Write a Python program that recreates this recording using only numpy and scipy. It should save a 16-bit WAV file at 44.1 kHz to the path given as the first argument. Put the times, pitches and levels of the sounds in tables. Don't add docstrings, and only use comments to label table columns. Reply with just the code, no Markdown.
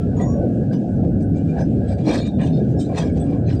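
import sys
import numpy as np
from scipy import signal
from scipy.fft import rfft, irfft
from scipy.io import wavfile
from scipy.ndimage import uniform_filter1d, minimum_filter1d

SR = 44100
rng = np.random.default_rng(int(sys.argv[2]) if len(sys.argv) > 2 else 0)


def transcribe(signal):
    frames = np.atleast_2d(signal).T
    limited = np.clip(frames, -1, 1)
    pcm = np.round(limited * 32767).astype(np.int16)
    wavfile.write(sys.argv[1], SR, pcm)


N = 158760


def undb(db):
    return 10 ** (np.asarray(db) / 20)


def rms(x):
    return np.sqrt(np.mean(abs(x) ** 2))


def unit(x):
    return x / rms(x)


def noise(size=N):
    return rng.standard_normal(size)


def levels_over_time(table, t):
    rows = np.array(table).T
    return [np.interp(t, rows[0], column) for column in rows[1:]]


def spectrum_db(table, hz):
    rows = np.array(table)
    return np.interp(np.log(hz + 1), np.log(rows[:, 0]), rows[:, 1])


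def walk(rate):
    step = int(SR / rate)
    held = np.repeat(noise(N // step + 1), step)
    smooth = uniform_filter1d(uniform_filter1d(held, step), step)
    return unit(smooth[:N])


def noise_bands(table, count):
    f = np.fft.rfftfreq(N, 1 / SR)
    centres = np.geomspace(table[0][0], table[-1][0], count)
    place = np.interp(np.log(f + 1), np.log(centres), np.arange(count), left=-1, right=count)
    gain = undb(spectrum_db(table, f))
    bands = []
    for k, hz in enumerate(centres):
        share = np.sqrt(np.clip(1 - abs(place - k), 0, 1))
        bands.append((hz, irfft(rfft(noise()) * gain * share, N)))
    return bands


def resonances(table, size):
    f = np.fft.rfftfreq(size, 1 / SR)
    return np.array([undb(db) / (1 + 2j * (f - hz) / width) for hz, width, db in table])


def swell_and_fade(t, rise, hold, fall):
    climb_db = 20 * np.minimum(t / rise, 0)
    drop_db = 20 * np.maximum(t - hold, 0) / fall
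    return undb(climb_db - drop_db)


# start_s, deep_level_db, middle_level_db, upper_level_db
RUMBLE_LEVELS = [(0.12, -22, -21, -31.5), (0.18, -25, -19.5, -29), (0.43, -18.5, -17.5, -24.5),
                 (0.53, -34.5, -17, -29), (0.65, -19, -17.5, -28), (0.8, -46.5, -17.5, -31.5),
                 (0.93, -21.5, -21, -32.5), (0.99, -23.5, -16.5, -29.5), (1.5, -27, -20, -33),
                 (1.56, -28, -21, -25), (1.7, -22, -17, -33.5), (1.95, -23, -26, -32.5),
                 (2.07, -31, -16, -27), (2.11, -25, -19.5, -24), (2.24, -28, -24, -34),
                 (2.4, -27, -17, -27), (2.69, -25.5, -19.5, -29), (2.79, -26.5, -22, -28),
                 (2.82, -31, -17, -36), (2.9, -27.5, -21.5, -28), (3.3, -21.5, -20, -30),
                 (3.33, -27.5, -20.5, -23.5), (3.37, -27, -23, -31), (3.5, -20, -20, -31.5)]
# pitch_hz, relative_level_db (per Hz)
GIRDER_SPECTRUM = [(13, -47), (22, -23.5), (32, -28.5), (51, -12.5), (71, -5), (159, 0.5), (270, -2.5),
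                   (360, -11), (572, -15), (610, -18.5), (715, -20), (866, -36.5), (1000, -60), (1300, -80),
                   (2200, -120)]
# flicker_db (rms), changes_per_s
RUMBLE_FLICKER = [(1, 11), (1.28, 14), (3, 30)]
RUMBLE_SPLIT_HZ = 130, 330


def rumble(t):
    ranges = [0, 0, 0]
    for hz, band in noise_bands(GIRDER_SPECTRUM, count=14):
        k = np.searchsorted(RUMBLE_SPLIT_HZ, hz)
        flicker_db, changes_per_s = RUMBLE_FLICKER[k]
        ranges[k] = ranges[k] + band * undb(flicker_db * walk(changes_per_s))
    levels = levels_over_time(RUMBLE_LEVELS, t)
    return sum(unit(part) * undb(db) for part, db in zip(ranges, levels))


# pitch_hz, relative_level_db (per Hz)
HISS_SPECTRUM = [(900, -39), (1020, -9), (1240, -4.5), (1850, -12), (2680, -6.5), (3000, -10.5),
                 (6100, -17.5), (7800, -16), (9000, -20), (10500, -29.5), (12500, -33.5), (15600, -36)]
HISS_DB = -62.5


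def hiss():
    swell_db = 1.9 * walk(13)
    total = sum(band * undb(swell_db + 1.7 * walk(22)) for _, band in noise_bands(HISS_SPECTRUM, count=16))
    return undb(HISS_DB) * unit(total)


# start_s, relative_level_db
RAIL_LEVELS = [(0.03, -52.5), (1.17, -55.5), (1.47, -51.5), (1.76, -58), (1.92, -50.5), (2.1, -63),
               (2.26, -60), (2.84, -51.5), (3.04, -51), (3.58, -53)]
# pitch_hz, width_hz (of a single pass), relative_level_db
RAIL_RESONANCES = [(1348, 35, -16), (1500, 82, -8.5), (1641, 95, -7.5)]


def rail(t):
    song = 0
    for response in resonances(RAIL_RESONANCES, N):
        tone = unit(irfft(rfft(noise()) * response ** 2, N)) * abs(response).max()
        song = song + tone * undb(3.5 * walk(25))
    return song * undb(levels_over_time(RAIL_LEVELS, t)[0])


LOW_HZ, HIGH_HZ = 1500, 4500


def tilt(hz, low_db, high_db):
    return undb(low_db / (1 + (hz / LOW_HZ) ** 6) + high_db / (1 + (HIGH_HZ / hz) ** 6))


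# pitch_hz, width_hz (of a single pass), relative_gain_db
IRON_RESONANCES = [(990, 50, -3.5), (1070, 170, -7), (1225, 90, -3), (1656, 230, -1.5), (1928, 170, -4),
                   (2342, 120, -1.5), (2558, 100, -5), (2866, 200, -7.5), (3267, 76, -4), (3633, 150, -5.5),
                   (4040, 100, -4.5), (4530, 78, -6), (4790, 230, -6.5), (5120, 160, -5), (5703, 110, -4.5),
                   (6020, 81, -4), (6490, 200, -8.5), (7060, 220, -12.5), (7600, 350, -9),
                   (8240, 110, -3.5), (9220, 160, -16), (9700, 150, -24), (11040, 110, -19.5),
                   (11600, 86, -21.5), (12600, 80, -38), (13500, 80, -38.5), (14500, 80, -35.5),
                   (15100, 80, -39)]
# pitch_hz, relative_level_db (per Hz)
CRASH_SPECTRUM = [(300, -23), (500, 6.5), (900, 3.5), (1200, -6.5), (1380, -18.5), (1840, -8),
                  (3000, -13.5), (4200, -6), (5000, -14), (8400, -11.5), (9200, -25), (11500, -39),
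                  (15600, -43)]
# hold_start_s, rise_s (per 20 dB), hold_s, fall_s (per 20 dB), relative_level_db,
# lows_db, highs_db
CLANK_EVENTS = [(0.209, 0.064, 0.0095, 0.03, -44, 10.5, -10), (0.732, 0.02, 0.011, 0.016, -46, 5, -7),
                (1.04, 0.027, 0.014, 0.054, -59, 12, -10.5), (1.212, 0.011, 0.0087, 0.032, -59, 1, 9.5),
                (1.359, 0.027, 0.019, .06, -58, -3.5, 2), (1.48, 0.033, 0.021, 0.074, -55.5, -20.5, -6),
                (1.597, 0.063, 0.012, 0.024, -41.5, -1, -10.5),
                (1.884, 0.049, 0.041, 0.028, -45.5, -19, -8.5), (1.99, 0.022, 0.0088, 0.064, -47, -8, -10),
                (2.078, 0.035, 0.024, 0.12, -30, 3.5, -8), (2.141, 0.024, 0.011, 0.068, -34.5, -1, -2),
                (2.189, .02, 0.013, 0.025, -41.5, -4, -10), (2.27, 0.056, 0.0092, 0.022, -47, -11.5, -5),
                (2.397, 0.014, 0.016, 0.062, -37.5, -2, -22), (2.435, 0.045, 0.04, 0.069, -46.5, -3, -3.5),
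                (2.534, 0.026, 0.033, 0.21, -50, -37, -11), (2.707, 0.035, 0.013, 0.029, -61, -3, 0),
                (2.916, 0.047, 0.021, 0.027, -57, 3, -22), (2.801, 0.011, 0.0083, 0.059, -47, -14, 13),
                (2.973, 0.036, 0.029, 0.079, -29, 1.5, -7), (3.063, .02, .02, 0.046, -61, -20, -1),
                (3.167, 0.019, 0.016, 0.069, -45, 0, -6.5), (3.323, 0.12, 0.014, 0.096, -50.5, 8, -12),
                (3.487, 0.032, 0.022, 0.044, -40, -6, -13.5), (3.526, .02, 0.014, 0.089, -49.5, -3, -3)]
LEAD_S = 1 / 8
CRASH_DB, RESONANCE_DB = -2, 9
SCATTER_DB, STAGGER_S = 2.5, .005
GRIT_DB, GRIT_PER_S = 2.5, 400
THROB_DB, THROB_PER_S = 3.5, 60
IDLE_DB, IDLE_SWING_DB = -75.5, 7


def clanks():
    size = 2 ** 14
    t = np.arange(size) / SR - LEAD_S
    f = np.fft.rfftfreq(size, 1 / SR) + 1
    pitches = np.array(IRON_RESONANCES)[:, :1]
    count = len(pitches)
    push = np.zeros((count, N + size))
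    crash = np.zeros(N + size)
    crash_colour = unit(undb(spectrum_db(CRASH_SPECTRUM, f)))
    for at, rise, hold, fall, db, low_db, high_db in CLANK_EVENTS:
        strength, late = noise((2, count, 1))
        start = int((at - LEAD_S) * SR)
        place = slice(start, start + size)
        push_gain = undb(db + SCATTER_DB * strength) * tilt(pitches, low_db, high_db)
        push[:, place] += push_gain * swell_and_fade(t - STAGGER_S * late, rise, hold, fall)
        burst = rfft(noise(size) * swell_and_fade(t, rise, hold, fall))
        coloured = irfft(burst * crash_colour * tilt(f, low_db, high_db), size)
        crash[place] += undb(db + CRASH_DB) * coloured
    grit = unit(undb(GRIT_DB * walk(GRIT_PER_S)))
    out = crash[:N] * grit
    for pushed, response in zip(push, resonances(IRON_RESONANCES, N)):
        clank = pushed[:N] * grit * undb(THROB_DB * walk(THROB_PER_S))
        rattle = undb(IDLE_DB + IDLE_SWING_DB * walk(12))
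        shake = (clank + rattle) * noise()
        out += undb(RESONANCE_DB) * irfft(rfft(shake) * response ** 2 / abs(response).max(), N)
    return out


CLEAN_WIDTH_HZ = 70


def throbbing_tones(t, table, rise):
    out = np.zeros(N)
    for at, hold, fall, hz, width, db in table:
        start = max(int((at - rise * 2) * SR), 0)
        end = min(int((at + hold + fall * 2) * SR), N)
        now = t[start:end]
        real, imaginary = noise((2, end - start))
        lowpass = signal.butter(4, width / 2, fs=SR, output="sos")
        throb = unit(signal.sosfilt(lowpass, real + 1j * imaginary))
        clean = np.exp(-width / CLEAN_WIDTH_HZ)
        tone = ((clean + (1 - clean) * throb) * np.exp(2j * np.pi * hz * now)).real
        out[start:end] += undb(db) * swell_and_fade(now - at, rise, hold, fall) * unit(tone)
    return out


# hold_start_s, hold_s, fall_s (per 20 dB), pitch_hz, width_hz, level_db
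RINGS_AND_THUMPS = [(0.015, 0.04, 0.02, 1340, 60, -52), (0.168, 0.17, 0.045, 6770, 40, -56),
                    (0.216, 0.022, 0.015, 6770, 30, -48), (0.272, 0.022, 0.012, 6800, 60, -52),
                    (0.22, 0.09, 0.03, 13540, 120, -82), (0.17, 0.05, 0.043, 1240, 128, -53),
                    (0.17, 0.12, 0.034, 990, 144, -45), (0.2, 0.015, 0.025, 8400, 128, -68),
                    (0.2, 0.03, 0.051, 1940, 144, -44), (0.2, 0.04, 0.06, 730, 80, -31),
                    (0.215, 0.02, 0.043, 3530, 128, -57), (0.215, 0.13, 0.05, 5650, 35, -56),
                    (0.283, 0.02, 0.02, 5650, 50, -60), (0.27, 0.03, 0.12, 1110, 90, -44),
                    (0.35, 0.11, 0.05, 570, 30, -31), (0.71, 0.04, 0.043, 1590, 192, -48),
                    (0.72, 0.03, 0.034, 4750, 128, -60), (0.73, 0.03, 0.043, 5150, 128, -61),
                    (0.735, 0.02, 0.034, 2960, 192, -55), (0.735, 0.03, 0.043, 5960, 128, -62),
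                    (0.73, 0.03, 0.02, 11500, 120, -76), (0.745, 0.02, 0.034, 970, 128, -55),
                    (1.205, 0.03, 0.043, 8910, 128, -73), (1.28, 0.05, 0.03, 11600, 120, -74),
                    (1.35, 0.06, 0.043, 2350, 112, -61), (1.38, 0.03, 0.034, 2850, 112, -64),
                    (1.48, 0.05, 0.034, 7360, 96, -73), (1.485, 0.04, 0.043, 2390, 90, -53),
                    (1.558, 0.06, 0.04, 720, 300, -35), (1.57, 0.05, 0.051, 1600, 240, -42),
                    (1.585, 0.04, 0.043, 5950, 120, -55), (1.59, 0.04, 0.043, 5150, 120, -56),
                    (1.88, 0.05, 0.06, 8020, 160, -59), (1.9, 0.05, 0.034, 4640, 160, -61),
                    (1.99, 0.015, 0.034, 2370, 112, -56), (2.04, 0.02, 0.034, 3350, 128, -56),
                    (2.07, 0.05, 0.04, 700, 300, -30), (2.062, 0.05, 0.03, 4150, 260, -43),
                    (2.13, 0.085, 0.07, 4250, 300, -44), (2.1, 0.12, 0.04, 3700, 300, -44),
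                    (2.24, 0.055, 0.02, 3730, 250, -45), (2.208, 0.06, 0.03, 6910, 70, -56),
                    (2.222, 0.05, 0.035, 2380, 80, -49), (2.395, 0.05, 0.05, 1000, 160, -47),
                    (2.395, 0.04, 0.02, 2400, 150, -50), (2.31, 0.09, 0.043, 3610, 200, -62),
                    (2.396, 0.045, 0.025, 1740, 240, -45), (2.4, 0.09, 0.05, 3600, 200, -54),
                    (2.41, 0.06, 0.051, 8170, 160, -61), (2.42, 0.06, 0.04, 6150, 120, -62),
                    (2.46, 0.015, 0.025, 3170, 112, -52), (2.53, 0.04, 0.043, 4280, 128, -58),
                    (2.53, 0.04, 0.043, 5100, 128, -62), (2.53, 0.05, 0.051, 3670, 160, -54),
                    (2.715, 0.02, 0.034, 6150, 96, -67), (2.772, 0.05, 0.05, 5370, 70, -55),
                    (2.885, 0.04, 0.02, 2350, 120, -58), (2.79, 0.02, 0.043, 6950, 128, -56),
                    (2.79, 0.02, 0.06, 8300, 160, -54), (2.795, 0.04, 0.02, 3760, 400, -51),
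                    (2.85, 0.012, 0.02, 3900, 500, -53), (2.803, 0.025, 0.06, 7640, 80, -55),
                    (2.81, 0.015, 0.034, 3110, 128, -53), (2.9, 0.04, 0.034, 1060, 128, -50),
                    (2.94, 0.05, 0.051, 4130, 112, -49), (2.97, 0.04, 0.04, 5950, 400, -50),
                    (2.98, 0.08, 0.06, 11080, 96, -74), (3.202, 0.012, 0.01, 3430, 90, -50),
                    (3.223, 0.008, 0.012, 3430, 90, -56), (3.122, 0.015, 0.02, 8250, 150, -65),
                    (3.183, 0.015, 0.015, 6000, 120, -62), (3.202, 0.018, 0.045, 8070, 320, -48),
                    (3.26, 0.07, 0.043, 4950, 96, -70), (3.322, 0.015, 0.02, 2340, 80, -56),
                    (3.33, 0.05, 0.043, 1040, 160, -52), (3.03, 0.07, 0.03, 2300, 200, -52),
                    (3.255, 0.02, 0.015, 2500, 500, -60), (3.465, 0.05, 0.04, 4100, 170, -54),
                    (3.481, 0.02, 0.025, 2400, 112, -54), (3.472, 0.025, 0.02, 6150, 200, -60),
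                    (3.49, 0.05, 0.03, 5350, 150, -59), (3.522, 0.018, 0.015, 7500, 120, -63),
                    (3.528, 0.012, 0.015, 2900, 150, -54), (3.562, 0.015, 0.015, 4750, 90, -56)]


def rings_and_thumps(t):
    return throbbing_tones(t, RINGS_AND_THUMPS, rise=.005)


# hold_start_s, hold_s, fall_s (per 20 dB),
# pitch_hz, width_hz, level_db
LOW_TONES = [(0.223, 0.074, .08, 134, 20, -28), (0.312, 0.19, 0.088, 238, 26, -30.5),
             (0.66, 0.075, 0.059, 143.3, 20, -23), (1.146, 0.36, .08, 99.9, 23, -25.5),
             (1.254, 0.079, 0.069, 160, 38, -23.5), (1.42, 0.21, .1, 160.2, 24, -23),
             (1.697, 0.11, .08, 128.8, 18, -24), (1.846, 0.11, 0.07, 97, 25, -26),
             (2.05, 0.053, 0.063, 310.3, 48, -24), (2.281, 0.097, 0.055, 199.8, 25, -24.5),
             (2.392, 0.2, 0.075, 160.6, 16, -22.5), (2.597, .2, .08, 129.8, 21, -23.5),
             (2.803, 0.071, 0.055, 279.3, 29, -27.5), (3.0, 0.11, .08, 169, 23, -23),
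             (3.158, 0.15, 0.058, 159.4, 20, -25), (3.281, 0.074, 0.063, 280, 23, -24),
             (3.426, 0.078, .08, 118, 27, -22.5)]


def low_tones(t):
    return throbbing_tones(t, LOW_TONES, rise=.04)


def scene():
    t = np.arange(N) / SR
    mix = rumble(t) + hiss() + rail(t) + clanks() + rings_and_thumps(t) + low_tones(t)
    return mix[None]


DRIVE = 1.8
TOP_HZ = 15650


def record(dry):
    peak = uniform_filter1d(-minimum_filter1d(-abs(dry), size=500), size=500)
    held = 1.101 * dry * np.tanh(DRIVE * peak) / (DRIVE * peak + 1e-9)
    return signal.sosfilt(signal.ellip(8, .2, 70, TOP_HZ, fs=SR, output="sos"), held)


dry = scene()
out = record(dry)
transcribe(out)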